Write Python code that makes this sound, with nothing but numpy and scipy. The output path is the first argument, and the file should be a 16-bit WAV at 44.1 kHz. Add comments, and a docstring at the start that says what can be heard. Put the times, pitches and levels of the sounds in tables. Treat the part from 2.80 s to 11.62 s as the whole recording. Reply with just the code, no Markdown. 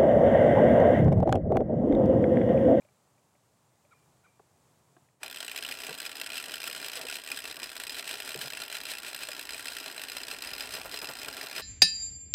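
"""Outdoors, over far rumble and faint hiss, a chain under strain ticks, squeaks and knocks faintly.
From 2.4 s an electric winch is suddenly heard at work, rolling a log; a light breeze touches the microphone.
A gear binds once a turn, about six times a second, so scraping and grinding swell.
Loose teeth clack and rattle as noise bursts that ring the metal housing through resonant filters.
The chained log knocks in damped modes, groans in gliding tones and at the end creaks in stick-slip jerks."""
import sys
import numpy as np
from scipy import signal
from scipy.fft import rfft, irfft
from scipy.io import wavfile
from scipy.ndimage import uniform_filter1d

SR = 44100
rng = np.random.default_rng(int(sys.argv[2]) if len(sys.argv) > 2 else 0)


def file_out(sig):
    """Save sig as 16-bit WAV at sys.argv[1]."""
    # one column per channel
    cols = np.atleast_2d(sig).T
    # limit, then scale
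    lim = np.clip(cols, -1, 1)
    pcm = np.round(lim * 32767).astype(np.int16)
    wavfile.write(sys.argv[1], SR, pcm)


N = 388962
TIME_S = np.arange(N) / SR

# Moment and length of the fade-in to the working winch.
WINCH_HEARD_S, FADE_IN_S = 2.398, 0.035
# A moment when the gear binds hardest; pitch of the squeaks' second partial.
TIGHT_S, SQUEAK_RING_HZ = 3.4, 2380
SPOTS = 16  # places on the housing where a blow may land
TOP_HZ = 15850

# Levels in the tables are nominal: the functions add their own gains and filters.
# Loudest clacks of the gear train. Each row: time in seconds, level in dB.
CLACK_EVENTS = [(2.4319, -31.5), (2.461, -36.5), (2.499, -39), (2.545, -37), (2.5708, -37), (2.6042, -31),
                (2.628, -33.5), (2.68, -31.5), (2.696, -38), (2.7144, -34), (2.7609, -31), (2.776, -32),
                (2.7863, -33.5), (2.825, -33), (2.8488, -33.5), (2.8636, -36), (2.888, -33), (2.9119, -31),
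                (2.9222, -31.5), (3.0353, -36), (3.067, -33.5), (3.0931, -35), (3.2013, -32),
                (3.217, -36.5), (3.2627, -32.5), (3.2935, -37), (3.3155, -36), (3.414, -29.5), (3.462, -33),
                (3.5017, -35), (3.5192, -36.0), (3.532, -35), (3.5424, -36), (3.569, -33.5), (3.579, -30),
                (3.64, -34.5), (3.6949, -37), (3.7184, -36), (3.7395, -30.5), (3.802, -35.5), (3.817, -35),
                (3.831, -35), (3.84, -31), (3.854, -41), (3.867, -36), (3.8758, -29.5), (3.928, -34),
                (3.9487, -34.5), (3.962, -35), (3.9998, -36.5), (4.027, -35.5), (4.0448, -33.0),
                (4.083, -33.5), (4.0974, -35.5), (4.117, -35.5), (4.1328, -34), (4.155, -35),
                (4.1927, -38.5), (4.2135, -32.5), (4.268, -34.5), (4.285, -35), (4.2984, -32),
                (4.3122, -34.5), (4.3252, -33), (4.3545, -31.5), (4.417, -42), (4.448, -42), (4.4743, -34),
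                (4.5162, -29), (4.5728, -32.5), (4.589, -35), (4.6406, -35), (4.654, -34), (4.712, -35),
                (4.7991, -37), (4.8309, -32), (4.84, -32), (4.9654, -33.5), (4.9996, -30), (5.036, -32),
                (5.0683, -33), (5.0951, -32), (5.1671, -37), (5.1942, -30.5), (5.2542, -40), (5.276, -31),
                (5.2918, -32.5), (5.3109, -32.5), (5.3398, -34), (5.4016, -32.5), (5.4586, -39),
                (5.491, -33), (5.5179, -34), (5.543, -32.5), (5.613, -31), (5.7023, -34.5), (5.7337, -34),
                (5.772, -32), (5.8185, -30.5), (5.8353, -34.5), (5.8996, -35.5), (5.9259, -32.5),
                (5.9517, -31.5), (5.9685, -32), (6.0532, -34), (6.1161, -32.5), (6.136, -35),
                (6.1836, -34.5), (6.2, -41), (6.232, -36), (6.346, -32.5), (6.3623, -35), (6.433, -32.5),
                (6.487, -32.0), (6.516, -34), (6.5488, -39), (6.594, -31.5), (6.6528, -37.0), (6.6918, -32),
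                (6.706, -34), (6.7333, -35), (6.7944, -33.5), (6.8559, -32.5), (6.87, -35), (6.8826, -31),
                (6.967, -32.5), (6.9844, -34), (7.0004, -35.5), (7.0604, -32.5), (7.0797, -35),
                (7.1789, -35), (7.195, -36), (7.2163, -33.5), (7.2361, -32), (7.2843, -34), (7.298, -35),
                (7.3183, -34), (7.3676, -29.5), (7.4332, -33), (7.483, -32.5), (7.5125, -32.5),
                (7.5364, -37.5), (7.564, -42.5), (7.586, -35.5), (7.6218, -31), (7.638, -37),
                (7.6478, -35.5), (7.6723, -34), (7.7135, -37), (7.7341, -32.5), (7.7806, -35),
                (7.7969, -35), (7.8067, -30), (7.9382, -31), (7.952, -33), (8.1418, -33), (8.1729, -33),
                (8.189, -34.5), (8.2162, -34.5), (8.244, -33.5), (8.2884, -35), (8.4163, -36.5),
                (8.4312, -35), (8.4468, -35), (8.4834, -31), (8.5272, -38), (8.568, -34), (8.612, -33),
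                (8.6688, -36.5), (8.7124, -34), (8.7626, -33), (8.7804, -31.5)]
# Winch housing resonances. Each row: centre in Hz, width in Hz, lift in dB.
HOUSING_MODES = [(268.6, 40, 7.5), (414, 72, 5), (642, 79, 5), (989, 48, 4), (1156, 27, 8.5),
                 (1399, 110, 10.5), (1615, 98, 6), (1865, 247, 5.5), (2458, 204, 8.5), (2692, 115, 7.5),
                 (3030, 340, 3.5), (4073, 226, 9.5), (4600, 220, -0.5), (5035, 190, 14), (5570, 150, 1),
                 (7280, 200, 5), (8086, 690, 12.5), (9430, 270, 3.5), (10800, 400, 7), (11470, 650, 5),
                 (13850, 400, 20), (15060, 300, 1)]
# Regions of the ring that swell or fade as cable fills the drum. Each row: centre in Hz, drift in dB per second.
DRUM_DRIFT = [(1500, -0.1), (2550, 0), (3200, -0.9), (4050, 0.25), (5060, 0.37), (6500, 0.1), (8100, -0.24),
              (13000, 0)]
# Broad colour of steel contacts. 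Each row: frequency in Hz, level in dB.
CLACK_SPECTRUM = [(80, -35), (300, -19.5), (700, -9.5), (1240, -13.5), (1500, -5.5), (2200, -4.5),
                  (3200, -0.5), (4600, -5.5), (6000, -8), (6900, -13), (8800, -9.5), (10100, -13),
                  (12700, -16), (15500, -21)]
# Broad colour of the grinding. Each row: frequency in Hz, level in dB.
GRIND_SPECTRUM = [(25, -22), (90, -11), (150, -5.5), (200, -5.5), (330, 0), (550, -0.5), (800, 2),
                  (1240, -6.5), (2000, -3.5), (5000, -48.5)]
# Speed of the binding gear. Each row: time in seconds, turns per second.
GEAR_SPEED = [(2.4, 6.2), (3.5, 6.27), (4.7, 6.2), (5.5, 6.33), (6.9, 6.3), (7.45, 6.75), (8, 6.28)]
# Levels as the log's load shifts. Each row: time in seconds, fine rattle in dB, low grinding in dB.
LOAD_LEVELS = [(2.43, -53.5, -54), (2.6, -49, -54), (3.1, -43.0, -50.5), (3.3, -47, -52.5), (3.9, -43, -51),
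               (4.3, -43.5, -49.5), (4.42, -49.5, -56.5), (4.55, -43.5, -50.5), (5.0, -48.5, -53.5),
               (5.3, -43.5, -50.5), (5.62, -42.5, -51), (5.75, -45.5, -52.5), (6.85, -45.0, -52.0),
               (7.75, -46, -50), (7.96, -41.0, -48.5), (8.1, -46, -49.5), (8.55, -46, -49),
               (8.8, -45.5, -48.5)]
# Knocks of log, chain and ramp. Each row: time in seconds, level in dB, central pitch in Hz,
# decay time constant in seconds.
KNOCK_EVENTS = [(1.595, -54.5, 840, 0.005), (1.597, -55, 393, 0.0045), (2.165, -60, 344, 0.011),
                (2.166, -62, 800, 0.011), (2.166, -59, 1640, 0.0028), (2.166, -71, 3200, .003),
                (2.287, -67, 1900, .003), (2.432, -46, 773, 0.011), (3.087, -48, 997, .008),
                (3.09, -54.5, 191, 0.032), (3.892, -49, 520, 0.015), (5.551, -41.5, 416, 0.012),
                (5.558, -48, 141.6, 0.019), (5.636, -52, 149.5, 0.02), (5.642, -47, 557, .01),
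                (6.484, -46, 540, 0.017)]
# Chain biting into the log. Each row: start in seconds, length in seconds, level in dB, first pitch in Hz,
# last pitch in Hz.
GROAN_EVENTS = [(3.083, 0.019, -48, 417, 500), (3.106, .018, -45.5, 404, 490),
                (4.163, 0.028, -48.5, 539, 446), (4.187, 0.0391, -51.5, 599, 740),
                (4.244, .026, -46.5, 440, 550)]
# Creaks of the rolling log. Each row: start in seconds, length in seconds, level in dB.
CREAK_EVENTS = [(7.935, .045, -45), (8.046, 0.034, -43.5), (8.133, 0.031, -48), (8.21, 0.051, -45),
                (8.287, 0.034, -43.5), (8.467, 0.036, -45), (8.63, .025, -46.5), (8.784, 0.027, -43.5)]
# Broad colour of the creaks. Each row: frequency in Hz, level in dB.
CREAK_SPECTRUM = [(50, -20), (140, 0), (260, -9.5), (550, 0.5), (900, -2.5), (1500, -8.5), (4000, -22)]
# Ticks of the chain taking up strain. Each row: time in seconds, level in dB.
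TICK_EVENTS = [(.019, -63), (.048, -58), (.086, -64), (.38, -69), (.552, -62.5), (1.049, -62)]
# Chain resonances. Each row: centre in Hz, width in Hz, lift in dB.
CHAIN_MODES = [(595, 170, 22.6), (2340, 460, 16)]
# Thin squeaks. Each row: start in seconds, length in seconds, level in dB, top pitch in Hz.
SQUEAK_EVENTS = [(1.107, 0.034, -61, 1415), (1.435, 0.038, -65, 1490)]
# Colour of the garden. Each row: frequency in Hz, level in dB.
GARDEN_SPECTRUM = [(25, -49), (55, -23), (85, -7), (130, 0), (190, -8), (330, -12), (600, -11.5),
                   (1050, -13), (1600, -21), (3300, -25.5), (5500, -25.5), (7600, -21.5), (11000, -28.5),
                   (15500, -33.5)]
# Level of the garden. Each row: time in seconds, level in dB.
GARDEN_LEVEL = [(0, -67.3), (2.25, -67.5), (2.38, -75)]
# Level of the breeze on the microphone. Each row: time in seconds, level in dB.
BREEZE_LEVEL = [(2.36, -110), (2.42, -77), (4.8, -76), (5.6, -75), (6.5, -76), (7.3, -74), (7.9, -67),
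                (8.82, -74)]


def gears(bind):
    """Clacks and rattle ring the same metal housing."""
    return drum_filling(struck_housing(clacks() + rattle(bind)))


def clacks(strike_db=-0.5, shudder_db=-6, dull_hz=4600):
    """Force as the gears jump across their backlash: a bright strike, then a duller shudder."""
    strike_s, shudder_s, lag_s, tail_db = 0.0034, 0.0055, 0.002, -12
    times_s, levels_db = np.transpose(CLACK_EVENTS)
    spots = rng.integers(SPOTS, size=len(times_s))
    strike = blows(times_s, levels_db + strike_db, spots, strike_s, tail_db)
    shudder = blows(times_s + lag_s, levels_db + shudder_db, spots, shudder_s, tail_db)
    lowpass = signal.butter(2, dull_hz, fs=SR, output="sos")
    return strike + signal.sosfilt(lowpass, shudder)


def rattle(bind, tap_db=-38.5, follow=0.18, spread_db=2.5, settle_db_per_s=0.2):
    """Force of lighter tooth contacts, ticking at a loose pace from one loud clack to the next."""
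    rate_hz, jitter_s, contact_s, tail_db = 64, 0.0032, 0.0035, -13
    marks_s = np.append(np.array(CLACK_EVENTS)[:, 0], TIME_S[-1])
    gaps = []
    for a, b in zip(marks_s, marks_s[1:]):
        steps = int(round((b - a) * rate_hz))
        gaps.append(np.linspace(a, b, steps + 1)[1:-1])
    times_s = np.concatenate(gaps)
    late, strength = rng.standard_normal((len(times_s), 2)).T
    # taps grow with the load, less than the scraping does, and soften as the pull goes on
    load_db = np.interp(times_s, TIME_S, curve(LOAD_LEVELS, column=1) + 4 * bind)
    load_db -= np.mean(np.array(LOAD_LEVELS)[:, 1])
    settle_db = settle_db_per_s * (times_s - WINCH_HEARD_S)
    levels_db = tap_db + follow * load_db - settle_db + spread_db * np.minimum(strength, 1)
    spots = rng.integers(SPOTS, size=len(times_s))
    return blows(times_s + jitter_s * late, levels_db, spots, contact_s, tail_db)


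def blows(times_s, levels_db, spots, contact_s, tail_db, tail_s=0.0086, size=1100):
    """Force at each spot: a chatter of steel on steel that starts hard, dies in a few ms, with a weak tail."""
    t = np.arange(size) / SR
    fade = np.exp(-(t / contact_s) ** 2) + db_to_gain(tail_db) * np.exp(-t / tail_s)
    span = 0.004 * SR  # each blow's energy is that of its level held for 4 ms
    force = np.zeros((SPOTS, N))
    chatters = rng.standard_normal((len(times_s), size))
    for start_s, level_db, spot, chatter in zip(times_s, levels_db, spots, chatters):
        blow = np.tanh(2 * chatter) * fade
        add(force[spot], start_s, db_to_gain(level_db) * blow * np.sqrt(span / np.sum(blow ** 2)))
    return force


def struck_housing(forces):
    """Each spot favours other resonances, so the ring varies by blow; the highest ones vary least."""
    mode_db, colour_db, detune, steady_hz = 3.2, 0.7, 0.012, 3800
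    hz, width_hz, lift_db = np.array(HOUSING_MODES).T
    colour_hz, level_db = np.array(CLACK_SPECTRUM).T
    loose = 1 / np.hypot(1, (hz / steady_hz) ** 2)
    chance = rng.standard_normal((SPOTS, 3, len(hz)))
    chance = np.clip(chance - chance.mean(0), -1.5, 1.5)
    out = np.zeros(N)
    for force, (lift, shift, tint) in zip(forces, chance):
        spot_hz = hz * (1 + detune * loose ** 2 * shift)
        modes = np.c_[spot_hz, width_hz, lift_db + mode_db * loose * lift]
        colour = np.c_[colour_hz, level_db + colour_db * tint[:len(colour_hz)]]
        out += body(force, colour, modes)
    return out


def drum_filling(x):
    """The balance of the ring drifts between overlapping bands as cable fills the drum."""
    centres_hz, drifts_db_per_s = np.transpose(DRUM_DRIFT)
    spectrum, hz = rfft(x), np.arange(N // 2 + 1) * SR / N
    from_mid_pull_s = TIME_S - (WINCH_HEARD_S + TIME_S[-1]) / 2
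    out = np.zeros(N)
    for share, drift in zip(np.eye(len(centres_hz)), drifts_db_per_s):
        band = irfft(spectrum * np.interp(hz, centres_hz, share), N)
        out += band * db_to_gain(drift * from_mid_pull_s)
    return out


def scraping(bind, gain_db=-4.5, swell_db=3.5, ringing=0.7, uneven_db=3.0):
    """Tooth flanks slide in an uneven hiss, which rings the housing less than a blow does."""
    level_db = curve(LOAD_LEVELS, column=1) + gain_db + swell_db * bind + uneven_db * walk(50)
    modes = [(hz, width_hz, ringing * lift_db) for hz, width_hz, lift_db in HOUSING_MODES]
    force = db_to_gain(level_db) * rng.standard_normal(N) * fade_in()
    return body(force, CLACK_SPECTRUM, modes)


def grinding(bind, gain_db=-0.33, rough_db=2.0, swell_db=2.0):
    """Loaded teeth roll roughly over each other and shake the frame, hardest where the gear binds."""
    force = unit(rng.standard_normal(N) * db_to_gain(rough_db * walk(140)))
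    level_db = curve(LOAD_LEVELS, column=2) + gain_db + swell_db * bind
    return body(force * db_to_gain(level_db) * fade_in(), GRIND_SPECTRUM, HOUSING_MODES)


def binding(uneven=0.19):
    """How hard the gear binds, about -1 to 1: one swell a turn, no two quite alike."""
    turns = np.cumsum(curve(GEAR_SPEED)) / SR
    tight_turns = np.interp(TIGHT_S, TIME_S, turns)
    return np.cos(2 * np.pi * (turns - tight_turns)) * (1 + uneven * walk(4.4))


def fade_in():
    """0 before the winch is heard, fading in quickly to 1."""
    return np.clip((TIME_S - WINCH_HEARD_S) / FADE_IN_S, 0, 1)


def knocks(spread=0.122, crack_db=-9, count=7):
    """A knock starts with a brief crack and rings a cluster of close, quickly damped modes."""
    out, t = np.zeros(N), np.arange(SR // 5) / SR
    chances = rng.standard_normal((len(KNOCK_EVENTS), 2, count))
    for (start_s, level_db, hz, decay_s), (detune, phase) in zip(KNOCK_EVENTS, chances):
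        modes_hz = hz * np.exp(spread * detune)
        fade = np.exp(-t / decay_s)
        ring = np.sin(2 * np.pi * (modes_hz[:, None] * t + phase[:, None])).sum(0)
        ring *= fade * (1 - np.exp(-t * hz * 2))
        add(out, start_s, db_to_gain(level_db) * ring * np.sqrt(decay_s * SR / np.sum(ring ** 2)))
        # the higher the pitch, the harder the contact and the brighter its crack
        edges_hz = [hz / 2, min(1.8 * hz, SR / 4)]
        b, a = signal.butter(2, edges_hz, "bandpass", fs=SR)
        crack = signal.lfilter(b, a, rng.standard_normal(len(t))) * fade
        scale = np.sqrt(decay_s * SR / np.sum(crack ** 2))
        add(out, start_s, db_to_gain(level_db + crack_db) * crack * scale)
    return out


def groans(octave_db=-14):
    """The chain bites into the wood and slips: a short, rough tone that glides as the strain changes."""
    rough, flutter_db = 0.05, 2.5
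    out, waver, flutter = np.zeros(N), walk(500), walk(250)
    for start_s, length_s, level_db, from_hz, to_hz in GROAN_EVENTS:
        n, i = int(length_s * SR), int(start_s * SR)
        pitch_hz = np.geomspace(from_hz, to_hz, n) * (1 + rough * waver[i:i + n])
        voice = tone(pitch_hz) + db_to_gain(octave_db) * tone(2 * pitch_hz)
        voice *= db_to_gain(flutter_db * flutter[i:i + n])
        add(out, start_s, db_to_gain(level_db) * unit(voice * np.hanning(n) ** 0.5))
    return out


def creaks(slips_per_s=300, scatter_db=2.5):
    """The log sticks and slips on its ramp: each creak is a short, swelling run of uneven jerks."""
    force = np.zeros(N)
    for start_s, length_s, level_db in CREAK_EVENTS:
        n = int(length_s * SR)
        slips = np.cumsum(rng.gamma(4, 1 / 4, size=60)) * SR / slips_per_s
        sizes = db_to_gain(scatter_db * rng.standard_normal(len(slips)))
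        jerks = np.bincount(slips.astype(int), sizes, minlength=n)[:n]
        add(force, start_s, db_to_gain(level_db) * unit(jerks * np.hanning(n) ** 0.5))
    return body(force, CREAK_SPECTRUM, HOUSING_MODES)


def chain_ticks(gain_db=1):
    """Links settle against each other with small soft ticks."""
    times_s, levels_db = np.transpose(TICK_EVENTS)
    one_spot = np.zeros(len(times_s), int)
    force = blows(times_s, levels_db + gain_db, one_spot, contact_s=0.0036, tail_db=-12)[0]
    return body(force, [(200, -5), (600, 0.5), (2500, -4.5), (6000, -23)], CHAIN_MODES)


def squeaks(high_db=-6, whistle_db=-77.0, whistle_s=0.12):
    """Two rough partials and their faint sum tone rise briefly, glide down; the second lingers as a whistle."""
    arch, crest, rough, waver, flutter_db = 0.22, -0.2, 0.04, 0.014, 4
    out = np.zeros(N)
    for start_s, length_s, level_db, hz in SQUEAK_EVENTS:
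        u = np.linspace(-1, 1, int(length_s * SR))
        swell = np.sqrt(2 * np.abs(np.cos(u * np.pi / 2))) * (1 + u / 2)  # loudest as the pitch falls
        partials = [(hz, arch, 0), (SQUEAK_RING_HZ, arch / 2, high_db),
                    (hz + SQUEAK_RING_HZ, arch, high_db - 13)]
        for top_hz, depth, part_db in partials:
            pitch_hz = top_hz * (1 - depth * (u - crest) ** 2) * (1 + rough * walk(1200)[:len(u)])
            add(out, start_s, db_to_gain(level_db + part_db) * swell * tone(pitch_hz))
        n = int(whistle_s * SR)
        whistle = tone(SQUEAK_RING_HZ * (1 + waver * walk(300)[:n]))
        whistle *= db_to_gain(flutter_db * walk(60)[:n])
        whistle *= np.linspace(1, 0, n) ** 0.7
        add(out, start_s + length_s, db_to_gain(whistle_db) * unit(whistle))
    return out


def garden(swell_db=0.8):
    """A far rumble and a faint hiss of leaves and insects: coloured noise, swelling gently."""
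    level_db = curve(GARDEN_LEVEL) + swell_db * walk(5.1)
    return body(rng.standard_normal(N), GARDEN_SPECTRUM) * db_to_gain(level_db)


def breeze(gust_db=3):
    """Small eddies buffet the microphone: gusting low noise."""
    colour = [(12, -44), (45, -1.5), (70, -4.0), (140, -15), (500, -53)]
    eddies = body(rng.standard_normal(N), colour)
    return eddies * db_to_gain(curve(BREEZE_LEVEL) + gust_db * walk(12))


def body(x, colour, modes=(), size=8192):
    """Pass x through a causal filter of unit energy: a broad colour lifted at each resonance."""
    hz = np.maximum(np.arange(size // 2 + 1) * SR / size, 1)
    points = np.array(colour)
    db = np.interp(np.log(hz), np.log(points[:, 0]), points[:, 1])
    for centre_hz, width_hz, lift_db in modes:
        db = db + lift_db / (1 + (2 * (hz - centre_hz) / width_hz) ** 2)
    # minimum phase: fold the cepstrum onto positive time
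    cepstrum = irfft(np.log(db_to_gain(db)))
    cepstrum[1:size // 2] *= 2
    cepstrum[size // 2 + 1:] = 0
    response = irfft(np.exp(rfft(cepstrum)))
    return signal.fftconvolve(x, response / np.linalg.norm(response))[:N]


def tone(hz):
    """A sine that follows a pitch curve."""
    return np.sin(2 * np.pi * np.cumsum(hz) / SR)


def walk(rate_hz):
    """Smooth random curve with rate_hz new values a second, scaled to rms 1."""
    k = max(int(SR / rate_hz), 1)
    steps = np.repeat(rng.standard_normal(N // k + 1), k)
    return unit(uniform_filter1d(steps, k)[:N])


def curve(table, column=1):
    """One column of a table, joined by straight lines in time."""
    rows = np.array(table)
    return np.interp(TIME_S, rows[:, 0], rows[:, column])


def add(out, start_s, sound):
    """Mix a sound in at start_s."""
    i = int(np.clip(start_s * SR, 0, N - 1))
    out[i:i + len(sound)] += sound[:N - i]


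def unit(x):
    """Scale to rms 1."""
    return x / np.sqrt(np.mean(x ** 2))


def db_to_gain(db):
    """Decibels to amplitude gain."""
    return 10 ** (np.asarray(db) / 20)


def scene():
    """Winch, log, chain and surroundings in one channel."""
    bind = binding()
    winch = gears(bind) + scraping(bind) + grinding(bind)
    log = knocks() + groans() + creaks()
    chain = chain_ticks() + squeaks()
    return (winch + log + chain + garden() + breeze())[None]


def record(dry):
    """A steep elliptic low-pass cuts the top."""
    lowpass = signal.ellip(10, 0.2, 80, TOP_HZ, fs=SR, output="sos")
    return signal.sosfilt(lowpass, dry)


dry = scene()
out = record(dry)
file_out(out)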